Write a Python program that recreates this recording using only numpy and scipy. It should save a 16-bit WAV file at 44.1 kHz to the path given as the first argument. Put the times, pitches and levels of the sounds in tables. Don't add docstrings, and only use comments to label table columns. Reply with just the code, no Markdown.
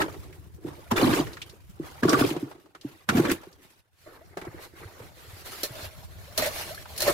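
import sys
import numpy as np
from scipy import signal
from scipy.fft import rfft, irfft, next_fast_len
from scipy.io import wavfile
from scipy.ndimage import uniform_filter1d

SR = 44100
rng = np.random.default_rng(int(sys.argv[2]) if len(sys.argv) > 2 else 0)


def inscribe(sig):
    pcm = np.round(np.clip(np.atleast_2d(sig).T, -1, 1) * 32767)
    wavfile.write(sys.argv[1], SR, pcm.astype(np.int16))


N = 314433

# time_s, level_db
WIND_LEVEL = [(0, -42.5), (.6, -50.5), (1.1, -38.5), (1.45, -53.5), (1.8, -49), (2.62, -70), (3.0, -63),
              (3.45, -60.5), (3.85, -69), (4.3, -55), (4.9, -54.5), (5.75, -54.5), (6.1, -44.5),
              (7.13, -47)]
# freq_hz, gain_db
RUMBLE_SPECTRUM = [(13, -36), (40, -17), (80, 0), (130, -7), (200, -17), (320, -43)]
# start_s, level_db, pitch_hz
LOW_THUMPS = [(4.478, -32, 112), (4.853, -32.5, 96.5), (5.005, -35, 111), (5.33, -33, 90.5),
              (5.705, -31, 121), (5.828, -34, 81), (5.859, -31, 82), (6.089, -46, 80.6), (6.153, -36, 66)]

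# full_s, end_s, slosh_db, grit_db, drum_db
TUB_DIPS = [(0.689, 0.886, -47.5, -57.5, -34), (1.835, 2.009, -46.5, -52.5, -42),
            (2.868, 3.045, -56.5, -58, -48), (3.65, 3.798, -75, -61.5, -62)]
# slap_s, lift_s, slosh_db, grit_db, drum_db, drain_db, drain_drum_db, drain_fade_db_per_s
TUB_SCOOPS = [(-0.3, 0.006, -20.5, -35, -23.5, -45.5, -34, 50),
              (0.916, 1.205, -26.5, -33, -22.5, -44.5, -38.5, 53),
              (2.027, 2.25, -39, -39, -20, -38, -27.5, 71.5),
              (3.088, 3.321, -42, -45, -27, -46, -42.5, 78.5)]
# peak_s, rise_db_per_s, slosh_db, grit_db
RIM_JOLTS = [(0.916, 2602, -16.5, -32), (2.035, 2997.5, -17, -47), (2.214, 402, -29, -38.5),
             (3.096, 2697, -39, -31.5), (3.193, 445, -21.5, -39.5), (3.314, 192.5, -33.5, -36.5)]
# freq_hz, width_hz, gain_db
TUB_MODES = [(150.5, 49, -5.5), (275, 68, 0), (355, 97, 2.5)]
# freq_hz, width_hz, gain_db
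WALL_MODES = [(1137, 34, -2), (1450, 130, -10.5)]
# freq_hz, gain_db
TUB_SLOSH_SPECTRUM = [(250, -10), (480, -0.5), (1500, -8.5), (3000, -24), (5000, -67.5)]
# freq_hz, gain_db
GRIT_SPECTRUM = [(1060, -6.5), (1800, -5), (3250, -7.5), (7780, -14), (13200, -12), (15800, -18.5)]
# freq_hz, likeness_0_to_1
STEREO_LIKENESS = [(60, 1), (250, 0.74), (600, 0.53), (1400, 0.07)]
# start_s, level_db, start_pitch_hz, phase_rise_per_life (pitch rises by twice this)
DROPS = [(4.062, -48, 558, 0.068), (4.211, -51.5, 600, 0.043), (6.705, -37.5, 559, 0.07),
         (6.743, -47, 1170, 0.05), (6.776, -38.5, 1580, 0.03)]
# start_s, level_db, hollow_hz
TUB_KNOCKS = [(0.016, -25, 348), (0.039, -17.5, 346), (0.648, -16.5, 338), (0.918, -10, 230),
              (1.027, -3, 280), (1.046, -5, 259), (1.09, -10, 242), (1.197, -6, 318), (1.534, -35.5, 443),
              (1.798, -15.5, 328), (2.03, -7.5, 253), (2.052, -1.5, 359), (2.08, -8, 348),
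              (2.132, -5.5, 283), (2.212, -6.5, 260), (2.243, -21, 375), (2.31, -13.5, 305),
              (2.364, -14, 344), (2.428, -14, 290), (2.55, -36.5, 325), (2.848, -16.5, 290),
              (3.09, -13, 217), (3.148, -6, 238), (3.172, -6.5, 302), (3.182, -7, 248), (3.197, -1, 340),
              (3.251, -17, 225), (3.315, -22, 195), (3.47, -30.5, 371), (4.369, -22.5, 380),
              (4.42, -27.5, 370), (4.469, -23, 350), (4.543, -28.5, 340), (4.735, -36.5, 337),
              (4.814, -36, 346), (4.834, -37, 364), (5.001, -29.5, 487)]
# start_s, level_db, centre_hz
PEBBLE_CRACKS = [(0.017, -18, 1550), (0.142, -36.5, 745), (0.326, -45.5, 1990), (0.917, -20, 766),
                 (0.963, -23.5, 1460), (0.977, -19.5, 1600), (1.136, -20, 1410), (1.268, -34.5, 1720),
                 (1.332, -38.5, 4100), (1.369, -34, 1500), (1.417, -28.5, 3000), (1.495, -41, 4440),
                 (2.032, -19.5, 1130), (2.092, -18, 5000), (2.13, -14, 1300), (2.193, -19, 1120),
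                 (2.303, -28.5, 2630), (2.364, -28, 710), (2.512, -36, 840), (2.658, -47.5, 690),
                 (2.749, -37, 1210), (2.811, -42.5, 4060), (3.089, -11, 1440), (3.169, -21, 1480),
                 (3.25, -21.5, 1420), (3.298, -21, 1800), (3.315, -29, 2480), (3.433, -38, 694),
                 (3.527, -50, 4800), (4.371, -25.5, 703), (4.414, -35.5, 1580), (4.45, -34.5, 714),
                 (4.606, -50, 2020), (4.785, -45.5, 1980), (4.997, -41, 880), (5.633, -28, 420),
                 (6.855, -36, 990)]
# start_s, level_db
WALL_TAPS = [(2.0332, -22.5), (2.0812, -13), (2.0993, -18), (2.143, -12.5), (2.2208, -19.5), (3.095, -15.5)]

# full_s, end_s, rise_db_per_s, slosh_db, grit_db, sag_db_per_s
HOE_STROKES = [(3.991, 4.066, 306, -78.5, -64.5, 3.5), (4.075, 4.164, 602, -47.5, -62, 1),
               (4.218, 4.35, 300, -59, -68.5, -8), (4.38, 4.586, 2001, -39, -56.5, 55),
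               (4.627, 4.653, 248, -43.5, -50, 14), (4.775, 4.853, 243, -45.5, -54.5, 14),
               (4.89, 5.077, 317, -49.5, -59, -2), (5.217, 5.42, 112, -53, -53.5, -6),
               (5.461, 5.657, 900, -48.5, -44, -2), (5.705, 5.855, 300, -44.5, -48, -40),
               (5.927, 6.04, 300, -52.5, -56.5, -15), (6.122, 6.37, 297, -50, -56, -10),
               (6.383, 6.474, 2500, -27, -33, 16), (6.582, 6.827, 131, -37.5, -36.5, 65),
               (6.902, 6.955, 300, -49.5, -50.5, 5), (7.01, 7.058, 400, -34, -33, -2),
               (7.074, 7.106, 700, -22, -32.5, 3)]
# freq_hz, gain_db
HOE_SLOSH_SPECTRUM = [(110, -6.5), (200, -11.5), (360, 3.5), (800, -5.5), (2200, -8.5), (5000, -78)]
# start_s, blade_db, handle_db
HOE_CHOPS = [(5.6321, -15, -30), (5.65, -27, -33), (6.376, -11, -27), (6.4191, -22, -19),
             (6.4594, -26, -28), (6.746, -32.5, -55), (6.962, -33.5, -56), (6.9773, -21.5, -50),
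             (7.0035, -17, -39), (7.019, -13, -23.5), (7.0755, -18, -12.5)]
# freq_hz, width_hz, gain_db
BLADE_MODES = [(3130, 39, -21), (4240, 220, 6), (5580, 350, -3.5), (7200, 450, -1.5), (9900, 69, 3),
               (11800, 940, -1)]
# freq_hz, width_hz, gain_db
HANDLE_MODES = [(610, 65, -1), (1880, 50, -9)]

DIP_RISE_DB_PER_S, SLAP_RISE_DB_PER_S, DRAG_RISE_DB_PER_S = 290, 4400, 1500
DIP_FALL_DB_PER_S, JOLT_FALL_DB_PER_S, LIFT_FALL_DB_PER_S = 650, 1140, 403
DIP_SAG_DB_PER_S, DIP_DRUM_SAG_DB_PER_S, DRAG_SAG_DB_PER_S = 23, 155, 14
STROKE_FALL_DB_PER_S = 380
DRAG_LAG_S = 0.051
DRAIN_GRIT_DB, STILL_DB = -4, -80
PEBBLE_EXPONENT = 1.257
TOP_HZ = 15800


def amp(db):
    return 10 ** (np.asarray(db) / 20)


def unit(x):
    return x / np.sqrt(np.mean(x ** 2) + 1e-20)


def along(points, hz):
    f, v = np.transpose(points)
    return np.interp(np.log(hz + 1), np.log(f + 1), v)


def curves(rows):
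    s, *columns = np.transpose(rows)
    t = np.arange(N) / SR
    return [amp(np.interp(t, s, db, left=-120, right=-120)) for db in columns]


def swells(full_s, end_s, rise, sag, fall, *levels_db):
    t = np.arange(0, N / SR + .002, .001)
    full_s, end_s, rise, sag = (np.reshape(v, (-1, 1)) for v in (full_s, end_s, rise, sag))
    attack_db = rise * np.minimum(t - full_s, 0)
    sag_db = sag * np.maximum(t - full_s, 0)
    fall_db = fall * np.maximum(t - end_s, 0)
    shape = amp(attack_db - sag_db - fall_db)
    return np.array([np.interp(np.arange(N) / SR, t, amp(db) @ shape) for db in levels_db])


def filtered(x, response):
    m = next_fast_len(N + SR // 2)
    return irfft(rfft(x, m) * response(np.fft.rfftfreq(m, 1 / SR)), m)[..., :N]


def modes(table):
    def response(f):
        total = 0
        for k, (hz, width_hz, db) in enumerate(table):
            resonance = 1j * f * width_hz / (hz * hz - f * f + 1j * f * width_hz)
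            total = total + (-1) ** k * amp(db) * resonance
        return total
    return response


def colour(spectrum):
    return lambda f: amp(along(spectrum, f))


def grains(rate_hz, life_s, spread_db, bed):
    hits = (rng.random(N) < rate_hz / SR) * amp(spread_db * rng.standard_normal(N))
    decay = np.exp(-np.arange(SR // 20) / SR / life_s)
    envelope = unit(signal.fftconvolve(hits, decay)[:N]) + bed
    z = signal.stft(envelope * rng.standard_normal((2, N)), nperseg=512)[2]
    patches = uniform_filter1d(rng.standard_normal(z.shape[1:]), size=3, axis=0)
    patches = uniform_filter1d(patches, size=5, axis=1)
    return unit(signal.istft(z * amp(3 * unit(patches)), nperseg=512)[1][:, :N])


def bursts(starts_s, gains, t60s):
    out, t = np.zeros((2, N + SR)), np.arange(SR // 5) / SR
    for s, gain, t60 in zip(starts_s, gains, t60s):
        fade = amp(-60 * t / t60) * (1 - np.exp(-t / 0.00023))
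        out[:, round(s * SR):][:, :len(t)] += gain * fade * rng.standard_normal((2, len(t)))
    return out[:, :N]


def pings(start_s, gain, hz, cycles, rise, lag, size=1300):
    t = np.arange(size) / SR
    life = (cycles / hz)[:, None]
    phase = 2 * np.pi * hz[:, None] * t * (1 + rise * t / life)
    onset = (1 - np.exp(-4 * t / life)) ** 2
    wave = gain[:, None] * np.sin(phase) * np.exp(-t / life) * onset
    channels = []
    for side in (-1, 1):
        first = np.round(start_s * SR + side * lag / 2 + 40).astype(int)
        index = first[:, None] + np.arange(size)
        channels.append(np.bincount(index.ravel(), wave.ravel(), N + SR)[40:N + 40])
    return np.array(channels)


def swarm(centre_hz, octaves, cycles, rise, spread_db, count, size):
    when, place = rng.random((count, 2)).T
    pitch, big = rng.standard_normal((count, 2)).T
    hz = np.clip(centre_hz * 2 ** (octaves * pitch), 300, 15000)
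    return unit(pings(when * N / SR, amp(spread_db * big), hz, cycles, rise, 50 * (place - .5), size=size))


def spread(pair):
    def mid_side(hz):
        angle = np.arccos(np.clip(along(STEREO_LIKENESS, hz), -1, 1)) / 2
        return np.array([np.cos(angle), np.sin(angle)])
    mid, side = filtered(pair, mid_side)
    return np.array([mid + side, mid - side])


def wind():
    mid, side = filtered(grains(50, 0.011, 1.5, bed=0.94), colour(RUMBLE_SPECTRUM))
    rumble = unit(np.array([mid + 0.98 * side, mid - side]))
    s, db, hz = np.transpose(LOW_THUMPS)
    bumps = pings(s, amp(db + 2.5), hz, 1.32, 0, 8 + 0 * s, size=6000)
    return curves(WIND_LEVEL)[0] * rumble + bumps


def bailing():
    full, end, slosh, grit, drum = np.transpose(TUB_DIPS)
    wet = swells(full, end, DIP_RISE_DB_PER_S, DIP_SAG_DB_PER_S, DIP_FALL_DB_PER_S, slosh, grit)
    hollow = swells(full, end, DIP_RISE_DB_PER_S, DIP_DRUM_SAG_DB_PER_S, DIP_FALL_DB_PER_S, drum)

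    slap, lift, slosh, grit, drum, drain, drain_drum, fade = np.transpose(TUB_SCOOPS)
    drag_sag = DRAG_SAG_DB_PER_S * (slap > 0)
    wet += swells(slap + DRAG_LAG_S, lift, DRAG_RISE_DB_PER_S, drag_sag, LIFT_FALL_DB_PER_S, slosh, grit)
    hollow += swells(slap, lift, SLAP_RISE_DB_PER_S, 0, LIFT_FALL_DB_PER_S, drum)
    draining = swells(lift, lift, LIFT_FALL_DB_PER_S, fade, 0, drain, drain + DRAIN_GRIT_DB, drain_drum)

    s, rise, slosh, grit = np.transpose(RIM_JOLTS)
    wet += swells(s, s, rise, 0, JOLT_FALL_DB_PER_S, slosh, grit)
    wet += draining[:2] + amp(STILL_DB)
    return *wet, hollow[0] + draining[2]


def tub(slosh, grit, drum):
    drumming = unit(filtered(grains(60, 0.0055, 1.8, bed=1.0), modes(TUB_MODES)))

    def slosh_response(f):
        return colour(TUB_SLOSH_SPECTRUM)(f) * (.5 + 0.35 * abs(modes(WALL_MODES)(f)))
    sloshing = unit(filtered(grains(90, 0.01, 9.5, bed=0.64), slosh_response))
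    hiss = unit(filtered(grains(120, 0.018, 7, bed=0.6), colour(GRIT_SPECTRUM)))
    return amp(-7.0) * drum * drumming + amp(-7.5) * slosh * sloshing + amp(-2.5) * grit * hiss


def water(tub_slosh, tub_grit, hoe_slosh, hoe_grit):
    bubbles = swarm(1203.0, 0.605, cycles=6.3, rise=0.024, spread_db=-0.5, count=900, size=1200)
    pebbles = swarm(3400, .7, cycles=9, rise=0, spread_db=4, count=5000, size=400)
    s, db, hz, rise = np.transpose(DROPS)
    drops = pings(s, amp(db + 11.0), hz, 7.44, rise[:, None], 8 + 0 * s, size=2600)
    bubble_gain = amp(-5.5) * (tub_slosh + hoe_slosh / 2)
    pebble_gain = amp(8.0) * (tub_grit + 0.54 * hoe_grit) ** PEBBLE_EXPONENT
    return bubble_gain * bubbles + pebble_gain * pebbles + drops


def knocks():
    s, db, hz = np.transpose(TUB_KNOCKS)
    hollow = pings(s, amp(db - 0.5), hz, 2.14, 0, 4 + 0 * s, size=3000)
    thud = pings(s, amp(db - 13.5), 0.462 * hz, 2.43, 0, 0 * s, size=3000)
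    return hollow + thud


def cracks():
    out, t = np.zeros((2, N + SR)), np.arange(SR // 8) / SR
    for s, db, hz in PEBBLE_CRACKS:
        noise = rng.standard_normal((2, len(t)))
        peak = signal.lfilter(*signal.iirpeak(hz, 2.5, SR), noise)
        fade = amp(db - 6.5 - 60 * t / 0.072) * (1 - np.exp(-t / 0.00082))
        out[:, round(s * SR):][:, :len(t)] += fade * unit(peak + 0.0058 * noise)
    return out[:, :N]


def wall_rasps():
    s, db = np.transpose(WALL_TAPS)
    return filtered(bursts(s, amp(db + 19.5), 0.054 + 0 * s), modes(WALL_MODES))


def raking():
    full, end, rise, slosh, grit, sag = np.transpose(HOE_STROKES)
    return swells(full, end, rise, sag, STROKE_FALL_DB_PER_S, slosh, grit)


def hoe(slosh, grit):
    mud = unit(filtered(grains(120, 0.01, 3.5, bed=0.5), colour(HOE_SLOSH_SPECTRUM)))
    contact = grains(150, 0.035, 2.4, bed=1.17)

    def rub_response(f):
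        return colour(GRIT_SPECTRUM)(f) * (1.1 + 0.5 * abs(modes(BLADE_MODES)(f)))
    rub = unit(filtered(contact, rub_response))
    hum = unit(filtered(contact, modes(HANDLE_MODES)))

    s, db, _ = np.transpose(HOE_CHOPS)
    strikes = bursts(s, amp(db - 3.0), 0.095 + 0 * s)
    steel = filtered(strikes, lambda f: 0.26 * (f > 1200) + modes(BLADE_MODES)(f))

    biting = np.clip((np.arange(N) / SR - 5.5) / .5, 0, 1)
    low = amp(-7.5 - 7.4 * biting) * mud + amp(-11.0) * biting * hum
    return slosh * low + amp(-1.5) * grit * rub + steel


def handle():
    s, _, handle_db = np.transpose(HOE_CHOPS)
    detune = 1 + 0.047 * rng.standard_normal(len(s))
    out = 0
    for hz, width_hz, level_db in HANDLE_MODES:
        gain = amp(handle_db + level_db + 6.5)
        cycles = hz / width_hz / np.pi
        out = out + pings(s + 0.00369, gain, hz * detune, cycles, 0, 6 + 0 * s, size=2000)
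    return out


def scene():
    bail, rake = bailing(), raking()
    rubbed = amp(4) * spread(tub(*bail) + cracks() + wall_rasps() + hoe(*rake))
    near = rubbed + water(*bail[:2], *rake) + knocks() + handle()
    return near * amp([[-.4], [.4]]) + wind()


def record(dry):
    return filtered(dry, lambda hz: 1 / (1 + (hz / TOP_HZ) ** 120))


dry = scene()
out = record(dry)
inscribe(out)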